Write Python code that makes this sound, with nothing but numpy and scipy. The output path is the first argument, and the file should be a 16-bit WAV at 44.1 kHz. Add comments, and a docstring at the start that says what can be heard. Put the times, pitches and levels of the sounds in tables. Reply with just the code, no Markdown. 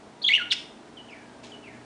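"""A garden, one microphone; a soft outdoor rush and a distant motor's hum lie under everything.
Close by, a small bird sings one quick warbled phrase and ends it with a harsh chip.
A beak taps lightly on a steel ball, the first of three pecks. From farther off a second bird
answers twice with a falling whistle, and leaves rustle near the microphone just before its second call.
Plants and walls scatter the calls on their way."""
import sys
import numpy as np
from scipy import signal
from scipy.fft import rfft, irfft
from scipy.io import wavfile

SR = 44100
rng = np.random.default_rng(int(sys.argv[2]) if len(sys.argv) > 2 else 0)


def inscribe(sig):
    """Save sig as 16-bit PCM at rate SR to the path in sys.argv[1].

    A 1-D sig is mono; a 2-D sig holds one channel per row.
    Samples are clipped to [-1, 1] before scaling.
    """
    pcm = np.round(np.clip(np.atleast_2d(sig).T, -1, 1) * 32767)
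    wavfile.write(sys.argv[1], SR, pcm.astype(np.int16))


N = 81585
T = np.arange(N) / SR

# spectrum of the outdoor rush: f/Hz, relative level/dB
RUSH_SPECTRUM = [(15, -44), (25, -20.5), (65, -9.5), (107, -14), (167, -8), (232, -2), (363, -3.5),
                 (422, -2), (516, -8), (662, -3.5), (964, -8.5), (1120, -11.5), (1590, -13.5),
                 (1890, -15.5), (2370, -18.5), (3050, -19.5), (9870, -30), (12800, -53), (21700, -120)]
# partials of the distant motor: f/Hz, level/dB
MOTOR_PARTIALS = [(119, -63), (148, -67.5), (212, -64.5), (238, -58.5), (296, -60.5), (318, -63),
                  (416, -64), (646, -67), (958, -66)]
# echoes off ground, rocks and wall: delay t/s, level/dB
ECHOES = [(.0045, -11.5), (.013, -17), (.034, -25)]
# decay of the sound scattered by plants: f/Hz, t60/s
SCATTER_T60 = [(1400, 0.48), (2800, 0.43), (5200, 0.37), (9000, 0.61)]

# leaves brushed near the microphone: t/s, level/dB
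RUSTLES = [(1.43, -46.5)]
# spectrum of the leaves: f/Hz, relative level/dB
LEAF_SPECTRUM = [(1200, -15), (2400, 3), (3700, -0.5), (5200, -3), (7000, -6), (9500, -19)]
# pecks on the steel ball: t/s, tick level/dB, ring level/dB
PECKS = [(.528, -23, -39), (1.107, -54, -51), (1.448, -33, -62)]
# resonances of the beak's tick: f/Hz, width/Hz, relative level/dB
TICK_MODES = [(2400, 560, -10), (3640, 700, 7), (5200, 280, -1), (7100, 2500, -9)]
# modes of the ball: f/Hz, relative level/dB, t60/s
BALL_MODES = [(5000, -7, 0.098), (5210, -2.5, .09)]

# the throat favours some overtones: f/Hz, relative level/dB
OVERTONE_GAIN = [(2800, -5), (3900, -22), (4500, -15.5), (5200, -30.5), (6200, -28), (7200, -36.5),
                 (8300, -35.5), (10000, -47)]
# air noise riding on both birds' voices: f/Hz, relative level/dB
BREATH_SPECTRUM = [(1200, -14), (2200, -21.5), (3500, 21.5), (4400, 3), (5200, -7), (6500, -2), (8200, -9),
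                   (9500, -16.5)]

# calls of the far bird: t/s, relative level/dB
ANSWERS = [(0.967, 0.5), (1.515, -0.5)]
# each opens on a held note: t/s into the call, f/Hz, level/dB
HELD_NOTE = [(.003, 3400, -51), (.007, 3106, -44.5), (.016, 2965, -49), (.034, 2934, -44.5),
             (.048, 2920, -59.5), (.065, 2864, -62)]
# then falls hoarsely: t/s into the call, f/Hz, level/dB
HOARSE_FALL = [(.114, 2880, -60), (.130, 2717, -49.5), (.146, 2450, -56), (.165, 2249, -45),
               (.185, 1930, -55.5), (.205, 1783, -56)]
# and trails off on a thin, clear tone: t/s into the call, f/Hz, level/dB
THIN_TRAIL = [(.203, 1790, -65), (.245, 1670, -58.5), (.310, 1630, -67), (.390, 1564, -68)]

# the near bird's warble, one curve per syllable: t/s, f/Hz, level/dB
WARBLE = [
    [(.217, 3900, -46.5), (.222, 4250, -36), (.226, 4500, -37), (.231, 4600, -34.5), (.235, 4200, -34),
     (.240, 3800, -52.5)],
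    [(.239, 3600, -31.5), (.245, 3230, -23.5), (.254, 3280, -17), (.258, 3420, -42.5), (.265, 3520, -20.5),
     (.272, 3270, -21.5), (.277, 3750, -31), (.281, 3600, -16.5), (.286, 3150, -19), (.290, 2500, -22)],
    [(.287, 2400, -37), (.291, 2120, -20), (.299, 1980, -23.5), (.305, 2200, -21.5), (.315, 2250, -25.5),
     (.321, 2180, -19), (.324, 2200, -26)],
    [(.322, 2850, -47), (.326, 2700, -23), (.331, 2330, -23), (.335, 2650, -23.5), (.338, 2880, -12),
     (.343, 2880, -18.5), (.347, 2720, -25)],
    [(.348, 2700, -22), (.351, 2850, -11.5), (.356, 3217, -21.5), (.362, 2980, -22), (.369, 2900, -20),
     (.373, 2750, -29)],
    [(.352, 2300, -36.5), (.369, 2300, -42), (.377, 2000, -32), (.384, 1680, -32), (.389, 1680, -35.5),
     (.394, 1680, -35.5), (.402, 1464, -34.5), (.416, 1427, -29), (.425, 1460, -32.5), (.432, 1480, -50)],
]
# roughness of each syllable: pitch flutter/share, breath level/dB relative to the voice
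WARBLE_ROUGHNESS = [(0.034, -12.5), (0.018, -33.5), (0.0132, -13.5), (0.0098, -23.5), (0.032, -18.5),
                    (0.0146, -20)]
# the other side of the syrinx joins in above the second syllable: t/s, f/Hz, level/dB
SECOND_VOICE = [(.272, 3950, -44), (.279, 4085, -29.5), (.285, 3790, -25), (.291, 3490, -29),
                (.297, 3300, -40)]
# the closing chip's dive: t/s, f/Hz, level/dB
CHIP_DIVE = [(.502, 4438, -49), (.5065, 4093, -33.5), (.5115, 3630, -24.5), (.5165, 3235, -19),
             (.520, 2980, -21), (.523, 2576, -20.5), (.526, 1762, -32), (.531, 1440, -44.5)]
# throat resonances in the chip's buzz: f/Hz, width/Hz, relative level/dB
THROAT_MODES = [(2580, 750, 5.5), (4360, 760, 6.5), (5330, 360, 8.5), (8730, 2900, -19)]

FLUTTER_HZ = 277.6  # bandwidth of the fast flicker in voices and leaves


def from_db(db):
    """Decibels to gain."""
    return 10 ** (np.asarray(db) / 20)


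def unit_rms(x):
    """Scale to unit rms."""
    return x / np.sqrt(np.mean(x ** 2) + 1e-20)


def at_hz(points, hz):
    """Read a table on a log-frequency axis."""
    f, value = np.transpose(points)
    return np.interp(np.log(hz + 1e-9), np.log(f), value)


def shaped_noise(gain_at):
    """Noise of unit rms, shaped by a gain that depends on frequency."""
    f = np.arange(N + 1) * SR / (2 * N)
    white = rfft(rng.standard_normal(2 * N))
    return unit_rms(irfft(white * gain_at(f))[:N])


def drift(rate_hz):
    """Smooth random wander of unit rms, mostly slower than rate_hz."""
    return shaped_noise(lambda f: 1 / (1 + (f / rate_hz) ** 2))


def noise(spectrum):
    """Noise of unit rms, coloured by a spectrum table."""
    return shaped_noise(lambda f: from_db(at_hz(spectrum, f)))


def resonate(x, modes):
    """Parallel resonances with alternating signs."""
    out = 0
    for k, (hz, width, db) in enumerate(modes):
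        radius = np.exp(-np.pi * width / SR)
        poles = [1, -2 * radius * np.cos(2 * np.pi * hz / SR), radius ** 2]
        ring = signal.lfilter([1 - radius, 0, radius - 1], poles, x + 1e-18)
        out = out + (-1) ** k * from_db(db) * ring
    return out


def outdoor_rush(start_db=-50.5, rise_db_per_s=0.83, flicker_db=0.07):
    """A soft rush all around the microphone, growing slightly."""
    return noise(RUSH_SPECTRUM) * from_db(start_db + rise_db_per_s * T + flicker_db * drift(6.5))


def distant_motor(wander_hz=2.5, waver_db=4):
    """A motor hums far off; each partial wavers in level and pitch."""
    hum = 0
    for hz, db in MOTOR_PARTIALS:
        waver = from_db(waver_db * drift(2.6))
        phase = 2 * np.pi * np.cumsum(hz + wander_hz * drift(5.25)) / SR
        hum = hum + from_db(db) * unit_rms(waver * np.sin(phase))
    return hum


def garden(x, scatter_db, build_s=0.019):
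    """The way to the microphone: direct sound, a few echoes and a diffuse tail from the plants."""
    edges_hz = np.geomspace(700, 11200, 9)
    tail = 0
    for low, high in zip(edges_hz, edges_hz[1:]):
        bandpass = signal.butter(2, [low, high], "band", fs=SR, output="sos")
        decay = from_db(-60 * T / at_hz(SCATTER_T60, np.sqrt(low * high)))
        tail = tail + decay * signal.sosfilt(bandpass, rng.standard_normal(N))
    tail *= 1 - np.exp(-T / build_s)
    tail /= np.sqrt(2 * np.sum(tail ** 2))
    echoes = sum(from_db(db) * np.interp(T - delay, T, x, left=0) for delay, db in ECHOES)
    return x + echoes + from_db(scatter_db) * signal.fftconvolve(x, tail)[:N]


def leaf_rustle(attack_s=0.0097, t60_s=0.34, grain_db=2):
    """Leaves are brushed close by: a grainy swish that swells and dies."""
    envelope = 0
    for start, db in RUSTLES:
        rise = np.clip((T - start) / attack_s, 0, 1)
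        decay_db = 60 * np.maximum(T - start - attack_s, 0) / t60_s
        envelope = envelope + rise * from_db(db - decay_db)
    return envelope * unit_rms(noise(LEAF_SPECTRUM) * from_db(grain_db * drift(FLUTTER_HZ)))


def beak_ticks():
    """Each peck is an impulse into damped resonances: a light, dry tick."""
    impacts = np.zeros(N)
    for start, db, _ in PECKS:
        impacts[int(start * SR)] = from_db(db)
    tick_peak = np.abs(resonate(signal.unit_impulse(N), TICK_MODES)).max()
    return resonate(impacts, TICK_MODES) / tick_peak


def steel_ball():
    """The ball rings briefly in two close modes after each peck."""
    ring = 0
    for start, _, ring_db in PECKS:
        age = np.maximum(T - start, 0)
        for hz, mode_db, t60 in BALL_MODES:
            ring = ring + from_db(ring_db + mode_db - 60 * age / t60) * np.sin(2 * np.pi * hz * age)
    return ring


def syllable(curve, flutter, breath_db, start=0, overtones_db=0, shimmer_db=0.96, edge_s=0.0017):
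    """One note from the syrinx: a fluttering whistle with weak overtones and a little air noise."""
    times, hz, db = np.transpose(curve)
    times = times + start
    pitch = np.interp(T, times, hz) * np.exp(flutter * drift(FLUTTER_HZ))
    phase = 2 * np.pi * np.cumsum(pitch) / SR
    gate = np.clip(np.minimum(T - times[0], times[-1] - T) / edge_s + .5, 0, 1)
    level_db = np.interp(T, times, db)
    amplitude = np.sqrt(2) * from_db(level_db + shimmer_db * drift(FLUTTER_HZ))
    breath = from_db(level_db + breath_db) * noise(BREATH_SPECTRUM)
    tone = np.sin(phase)
    for k in range(2, 5):
        tone += 2 / k * from_db(overtones_db + at_hz(OVERTONE_GAIN, k * pitch)) * np.sin(k * phase)
    return gate * (amplitude * tone + breath)


def far_bird(overtones_db=-6):
    """The same falling call twice, dulled by distance and scattered by the plants."""
    def part(curve, flutter, breath_db, scatter_db):
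        notes = sum(from_db(db) * syllable(curve, flutter, breath_db, start, overtones_db)
                    for start, db in ANSWERS)
        return garden(notes, scatter_db)

    held = part(HELD_NOTE, flutter=0.0172, breath_db=-24, scatter_db=-6.5)
    fall = part(HOARSE_FALL, flutter=0.044, breath_db=-31, scatter_db=-2.5)
    trail = part(THIN_TRAIL, flutter=0.01, breath_db=-30, scatter_db=-5)
    return held + fall + trail


def chip_buzz(pulse_hz=754.4, jitter=0.4, air_share=0.66, level_db=-24.5):
    """The near bird's chip breaks into a buzz: uneven pulses and air ring in the throat."""
    pulse_rate = pulse_hz * np.exp(jitter * drift(pulse_hz))
    cycles = np.floor(np.cumsum(pulse_rate) / SR)
    pulses = unit_rms(np.diff(cycles, prepend=0))
    throat = resonate(pulses + air_share * rng.standard_normal(N), THROAT_MODES)
    throat = signal.sosfilt(signal.butter(4, 1500, "high", fs=SR, output="sos"), throat)
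    corners_s = np.cumsum([0.512, 0.0097, 0.01, 0.01])  # start, attack, hold, release
    envelope = np.interp(T, corners_s, [0, 1, 1, 0])
    return from_db(level_db) * envelope * unit_rms(throat)


def chip(throb_hz=215.8, throb_depth=0.62):
    """The harsh end of the near phrase: a throbbing whistle dives through the buzz."""
    throb = 1 + throb_depth * np.cos(2 * np.pi * throb_hz * (T - CHIP_DIVE[0][0]))
    return throb * syllable(CHIP_DIVE, flutter=0.08, breath_db=-15.5) + chip_buzz()


def warble():
    """Quick linked syllables close to the microphone, at moments from both sides of the syrinx."""
    phrase = sum(syllable(curve, *roughness) for curve, roughness in zip(WARBLE, WARBLE_ROUGHNESS))
    return phrase + syllable(SECOND_VOICE, flutter=0.04, breath_db=-10)


def scene():
    """At the microphone, in mono: near sounds, the far bird beyond them, rush and motor behind."""
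    near = warble() + chip() + leaf_rustle() + beak_ticks() + steel_ball()
    return (garden(near, scatter_db=-9.5) + far_bird() + outdoor_rush() + distant_motor())[None]


def record(dry):
    """The microphone's signal is cut steeply above 10 kHz."""
    lowpass = signal.firwin(801, 10050, window=("kaiser", 8), fs=SR)
    return signal.fftconvolve(dry, lowpass[None], "same", axes=1)


dry = scene()
out = record(dry)
inscribe(out)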